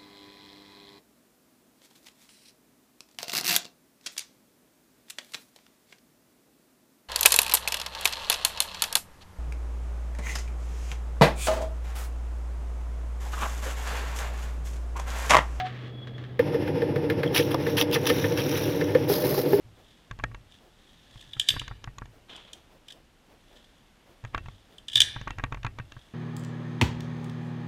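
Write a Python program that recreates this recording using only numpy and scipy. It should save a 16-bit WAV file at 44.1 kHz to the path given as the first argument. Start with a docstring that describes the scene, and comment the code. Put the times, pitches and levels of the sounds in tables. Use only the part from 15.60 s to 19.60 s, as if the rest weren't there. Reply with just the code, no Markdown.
"""At a wooden table with a belt-driven meat grinder. A plate scrapes and squeaks under the outlet
while the motor hums. Then, close over the hopper: the frame rumbles and the auger knocks about once
a turn; a cookie rattles in, fractures in a few bites and is ground to crumbs in the ringing steel
barrel. Last, the grinding is heard from the outlet side, where the table resonates too."""
import sys
import numpy as np
from scipy import signal
from scipy.fft import rfft, irfft, next_fast_len
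from scipy.io import wavfile
from scipy.ndimage import uniform_filter1d, map_coordinates

SR = 44100
rng = np.random.default_rng(int(sys.argv[2]) if len(sys.argv) > 2 else 0)


def transcribe(signal):
    """Save signal, clipped to [-1, 1], as a 16-bit WAV file at the path in sys.argv[1]."""
    frames = np.atleast_2d(signal).T
    limited = np.clip(frames, -1, 1)
    pcm = np.round(limited * 32767).astype(np.int16)
    wavfile.write(sys.argv[1], SR, pcm)


N = 176400
HOPPER_S, OUTLET_S = .791, 3.48  # listener moves to the hopper, then the outlet

# The cookie hits the throat, rattles on the auger. Each row: start in seconds, level in dB.
THROAT_HITS = [(1.944, -12), (2.156, -30)]
AUGER_HITS = [(1.663, -33), (1.676, -28)]


def machine(outlet):
    """Motor tones, plus frame rumble and auger rub that pulse twice a turn; outlet blends 0-1."""
    # Each row: frequency in Hz, level in dB at the hopper, level in dB at the outlet.
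    motor_tones = [(102.6, -41, -53), (142.04, -38.5, -40), (297.4, -36.5, -43), (597.7, -46, -38.5)]
    # Spectra. Each row: frequency in Hz, gain in dB.
    frame_eq = [(30, -35), (85, -6), (150, 2), (225, -12.5), (290, 0.5), (395, -3.5), (428, -10.5),
                (468, 4), (515, -4.5), (670, -22), (850, -16), (1300, -37.5), (9000, -77)]
    table_eq = [(230, -40), (310, -6), (400, -2), (435, -9.5), (500, -4.5), (550, -15), (620, -13),
                (690, -28.5), (1500, -62)]
    rub_eq = [(500, -11), (900, 4.5), (1120, -7.5), (1800, -3), (3500, -13.5), (4400, -20.5), (5400, -14),
              (6600, -35.5), (8400, -43), (10700, -25), (15800, -38)]
    turn_hz, swing_db = 7.03, 2.1
    pulse = amp(swing_db * np.cos(2 * np.pi * 2 * turn_hz * (clock() - HOPPER_S - .015)))
    hum = sum(amp(near_db + outlet * (far_db - near_db) + 1.9 * wobble(16)) * tone(hz, 0.6, 9)
              for hz, near_db, far_db in motor_tones)
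    rumble = amp(-27.5) * noise(frame_eq) + outlet * amp(-29.0) * noise(table_eq)
    rub = amp(-43.5 + 1.9 * wobble(24.33)) * unit(barrel(noise(rub_eq)))
    return hum + pulse * (rumble + rub)


def knocks():
    """Each auger knock clanks in the steel barrel, then swells in the frame and table."""
    # Each row: start in seconds, clank level in dB, thud level in dB.
    hits = [(.792, -24, -8), (.943, -37.5, -13), (1.076, -32, -42), (1.219, -31.5, -15.5),
            (1.359, -30.5, -16.5), (1.499, -23, -13), (1.632, -25, -15.5), (1.795, -31, -13.5),
            (1.942, -33.5, -15), (2.065, -28, -17), (2.357, -21.5, -19.5), (2.499, -19, -9.5),
            (2.642, -24.5, -16), (2.785, -28, -17), (3.212, -27, -13.5), (3.349, -23.5, -6),
            (3.497, -44, -15.5), (3.64, -38, -18), (3.777, -39, -18), (3.931, -31.5, -11)]
    # Contact noise. Each row: frequency in Hz, gain in dB.
    contact_eq = [(600, 1), (1750, 6.5), (2500, 0), (4500, -11), (8000, -35), (11000, -22), (15000, -21)]
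    # Each row: frequency in Hz, gain in dB, T60 in seconds.
    steel_modes = [(1781, -1, 0.065), (2056, -8.5, 0.084), (3270, -23.5, 0.13)]
    frame_modes = [(293, -1.5, 0.046), (477.8, 11.5, 0.054), (517.4, 0, 0.065)]
    table_modes = [(402, 1, 0.2), (466, -2.5, 0.064), (825, -8.5, 0.052)]
    out, strikes = np.zeros(N), np.zeros(N)
    for s, clank_db, thud_db in hits:
        strikes += amp(clank_db) * envelope(s, 0.001, 0.00051, t60_s=0.047)
        thud = ring(s, frame_modes, 0.0095) if s < OUTLET_S else ring(s, table_modes, 0.0015)
        out += amp(clank_db) * ring(s, steel_modes, rise_s=0.00062) + amp(thud_db) * thud
    return out + colour(strikes * rng.standard_normal(N), contact_eq)


def bites():
    """The auger crushes the cookie in bursts of fractures that ring the barrel."""
    # Each row: start in seconds, hold in seconds, level in dB, release T60 in seconds.
    bursts = [(1.744, 0.038, -22.5, 0.14), (1.902, 0.025, -37, 0.053), (2.166, 0.06, -24.5, 0.012),
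              (2.321, 0.029, -24.5, 0.056), (2.463, 0.0086, -22, 0.07), (2.488, 0.012, -27, 0.052),
              (2.77, 0.035, -34.5, 0.13)]
    # Each row: frequency in Hz, gain in dB.
    crunch_eq = [(500, -18), (750, 1.5), (1300, -4.5), (2040, -1), (3350, -0.5), (4500, -7.5), (5800, -5.5),
                 (6700, -24), (8600, -30), (10500, -10), (15800, -17.5)]
    force = sum(amp(db) * envelope(s, 0.0064, hold_s, t60_s) for s, hold_s, db, t60_s in bursts)
    return barrel(colour(force * fractures(per_s=1700, spread_db=1.5, hiss=0.38), crunch_eq))


def snaps():
    """The crust cracks in single snaps and clicks where it hits steel."""
    # Each row: start in seconds, level in dB.
    breaks = [(1.779, -18.5), (2.212, -13), (2.313, -28), (2.342, -19), (2.456, -24.5), (2.472, -24)]
    # Each row: frequency in Hz, gain in dB.
    snap_eq = [(700, 0), (1800, -12), (3550, 1.5), (4500, -11), (5800, -11), (8000, -34), (11000, -20),
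               (15000, -16)]
    clicks = [(s, db - 12.5) for s, db in THROAT_HITS + AUGER_HITS]
    cracks = sum(amp(db) * envelope(s, 0.00036, 0.0011, t60_s=0.014) for s, db in breaks + clicks)
    return colour(cracks * shards(rng.standard_normal(N)), snap_eq)


def bumps():
    """The tumbling cookie rings the throat and auger."""
    # Each row: frequency in Hz, gain in dB, T60 in seconds.
    throat_modes = [(743, 0, 0.019), (950, 1.5, 0.021), (1190, -5, 0.031), (3420, -8.5, 0.016)]
    auger_modes = [(3300, 1, 0.026)]
    throat = sum(amp(db) * ring(s, throat_modes, rise_s=0.00089) for s, db in THROAT_HITS)
    auger = sum(amp(db) * ring(s, auger_modes, rise_s=0.00089) for s, db in AUGER_HITS)
    return throat + auger


def crumbs(outlet):
    """Crumbs grind on as fine fractures: ringing at the hopper, dry at the outlet."""
    # Each row: time in seconds, level in dB.
    grind_levels = [(1.72, -56), (1.75, -35), (1.83, -41), (1.98, -54.5), (2.09, -40.5), (2.28, -59),
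                    (2.39, -45.5), (2.54, -36), (2.74, -43), (2.98, -34), (3.15, -42), (3.47, -50),
                    (3.5, -26.5), (3.6, -33.5), (3.79, -33), (3.86, -43.5), (3.94, -35.5), (4, -44.5)]
    # Each row: frequency in Hz, gain in dB.
    hopper_eq = [(900, 1.5), (1900, -.5), (4000, -1), (4700, -11), (5600, -1), (7800, -31), (10800, -10),
                 (15800, -12.5)]
    outlet_eq = [(900, 4), (2800, -9), (5300, -2.5), (8000, -28), (10500, -9.5), (13000, -3.5), (15800, -8)]
    force = after(grind_levels[0][0]) * level(grind_levels)
    grit = force * fractures(per_s=2300, spread_db=1.7, hiss=0.76)
    return barrel(colour(grit * (1 - outlet), hopper_eq)) + colour(grit * outlet, outlet_eq)


def plate():
    """A plate scrapes, catches and squeaks over the table."""
    # Each row: time in seconds, level in dB.
    slide_levels = [(0, -30.5), (.035, -50), (.065, -39), (.11, -49), (.28, -50), (.32, -58.5),
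                    (.55, -57.5), (.62, -53), (.72, -58)]
    ticks = [(.471, -42.5), (0.579, -44), (.637, -46)]
    # Each row: frequency in Hz, gain in dB.
    scrape_eq = [(1000, -4), (1130, 3), (1290, 1), (1400, -3.5), (1700, 2.5), (2450, -7), (3400, -6),
                 (5000, -21), (15000, -57)]
    # Each row: start, rise, end and release T60 in seconds, pitch in Hz, level in dB, roughness 0-1.
    squeaks = [(-.02, 0.017, 0.058, 0.12, 741, -30.5, 0.02), (0.15, 0.257, 0.48, 0.77, 3360, -54, 0.4)]
    catches = sum(amp(db) * envelope(s, 0.0023, 0, t60_s=0.049) for s, db in ticks)
    friction = grains(per_s=2200, spread_db=3.0, hiss=0.65)
    out = colour((level(slide_levels) + catches) * friction, scrape_eq)
    for s, rise_s, end_s, t60_s, hz, db, rough in squeaks:
        gain = amp(db + 9.4 * rough * wobble(48.6)) * envelope(s, rise_s, end_s - s, t60_s)
        out += gain * tone(hz, rough * 2, 200)
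    return out


def distant_motor():
    """A hum over faint, low noise."""
    # Each row: frequency in Hz, gain in dB.
    air_eq = [(30, -9.5), (130, -2.5), (480, -11), (3300, -52), (8000, -56.5)]
    return amp(-40) * tone(hz=123.7, drift_rad=0.12, drift_per_s=4) + amp(-45.5) * noise(air_eq)


def barrel(x):
    """Add the short, dense ring of the steel barrel and hopper."""
    ring_db, t60_s = -8.5, 0.08
    tail = (rng.standard_normal(N) * amp(-60 * clock() / t60_s))[:SR // 4]
    return x + amp(ring_db) * signal.fftconvolve(x, tail / np.linalg.norm(tail))[:N]


def ring(s, modes, rise_s):
    """Damped modes struck at s, slightly detuned each time."""
    t = np.arange(SR // 4) / SR
    wave = sum(amp(db - 60 * t / t60_s) * np.sin(2 * np.pi * hz * (1 + 0.016 * rng.standard_normal()) * t)
               for hz, db, t60_s in modes)
    return np.pad(wave * (1 - np.exp(-(t / rise_s) ** 2)), (round(s * SR), N))[:N]


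def fractures(per_s, spread_db, hiss):
    """Clumped, brittle grains, rms 1."""
    clumps = amp(1.7 * wobble(per_s=160))
    return shards(clumps * grains(per_s, spread_db, hiss))


def shards(x):
    """Each breaking fragment has its own random resonances."""
    spectra = signal.stft(x, nperseg=256)[2]
    peaks = uniform_filter1d(rng.standard_normal(spectra.shape), size=5, axis=0)
    gain_db = 3 * unit(uniform_filter1d(peaks, size=2, axis=1))
    return unit(signal.istft(spectra * amp(gain_db), nperseg=256)[1][:N])


def grains(per_s, spread_db, hiss):
    """Tiny clicks of random size over a fine hiss, rms 1."""
    size = amp(spread_db * np.clip(rng.standard_normal(N), -2, 2)) * np.sign(rng.standard_normal(N))
    clicks = unit(size * (rng.random(N) < per_s / SR))
    return unit(clicks + hiss * rng.standard_normal(N))


def tone(hz, drift_rad, drift_per_s):
    """Sine of rms 1 with wandering phase."""
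    return np.sqrt(2) * np.sin(2 * np.pi * hz * clock() + drift_rad * wobble(drift_per_s))


def noise(eq):
    """Coloured noise, rms 1."""
    return unit(colour(rng.standard_normal(N), eq))


def colour(x, eq):
    """Causal unit-energy filter through (Hz, dB) points."""
    m = 2 * next_fast_len(N // 2 + 8192)
    hz = np.fft.rfftfreq(m, 1 / SR)
    eq_hz, eq_db = np.transpose(eq)
    low_cut = (hz / (hz + eq_hz[0] / 2)) ** 2
    gain = unit(amp(np.interp(np.log(hz + 1), np.log(eq_hz + 1), eq_db)) * low_cut + 1e-6)
    cepstrum = irfft(np.log(gain))
    cepstrum[1:m // 2] *= 2  # fold to minimum phase
    cepstrum[m // 2 + 1:] = 0
    return irfft(rfft(x, m) * np.exp(rfft(cepstrum)), m)[:N]


def envelope(start_s, rise_s, hold_s, t60_s):
    """Linear rise; exponential release from hold_s after the start."""
    t = clock() - start_s
    return np.clip(t / rise_s, 0, 1) * np.exp(-np.log(1000) * np.maximum(t - hold_s, 0) / t60_s)


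def wobble(per_s):
    """Smooth random curve, per_s knots a second."""
    return map_coordinates(rng.standard_normal(int(N * per_s / SR) + 4), [clock() * per_s])


def level(rows):
    """Gain per sample from (s, dB) points."""
    return amp(np.interp(clock(), *np.transpose(rows)))


def after(s):
    """4 ms fade-in at s."""
    return np.clip((clock() - s) / .004, 0, 1)


def clock():
    """Seconds at each sample."""
    return np.arange(N) / SR


def unit(x):
    """Scale to rms 1."""
    return x / np.sqrt(np.mean(x ** 2) + 1e-20)


def amp(db):
    return 10 ** (np.asarray(db) / 20)


def scene():
    """Three listening positions in turn: plate, hopper, outlet."""
    close, outlet = after(HOPPER_S), after(OUTLET_S)
    opening = (1 - close) * (plate() + distant_motor())
    grinder = close * machine(outlet) + knocks()
    cookie = bites() + snaps() + bumps() + crumbs(outlet)
    return (opening + grinder + cookie)[None]


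def record(dry):
    """The microphone has a narrow treble dip and a band limit."""
    dip_hz, half_width_hz, top_hz = 8230, 75, 15850
    m = next_fast_len(N + SR // 2)
    hz = np.fft.rfftfreq(m, 1 / SR)
    dip = amp(-13 * np.exp(-np.abs(hz - dip_hz) / half_width_hz))
    band = 1 / (1 + (hz / top_hz) ** 240)
    return irfft(rfft(dry, m) * dip * band, m)[:, :N]


dry = scene()
out = record(dry)
transcribe(out)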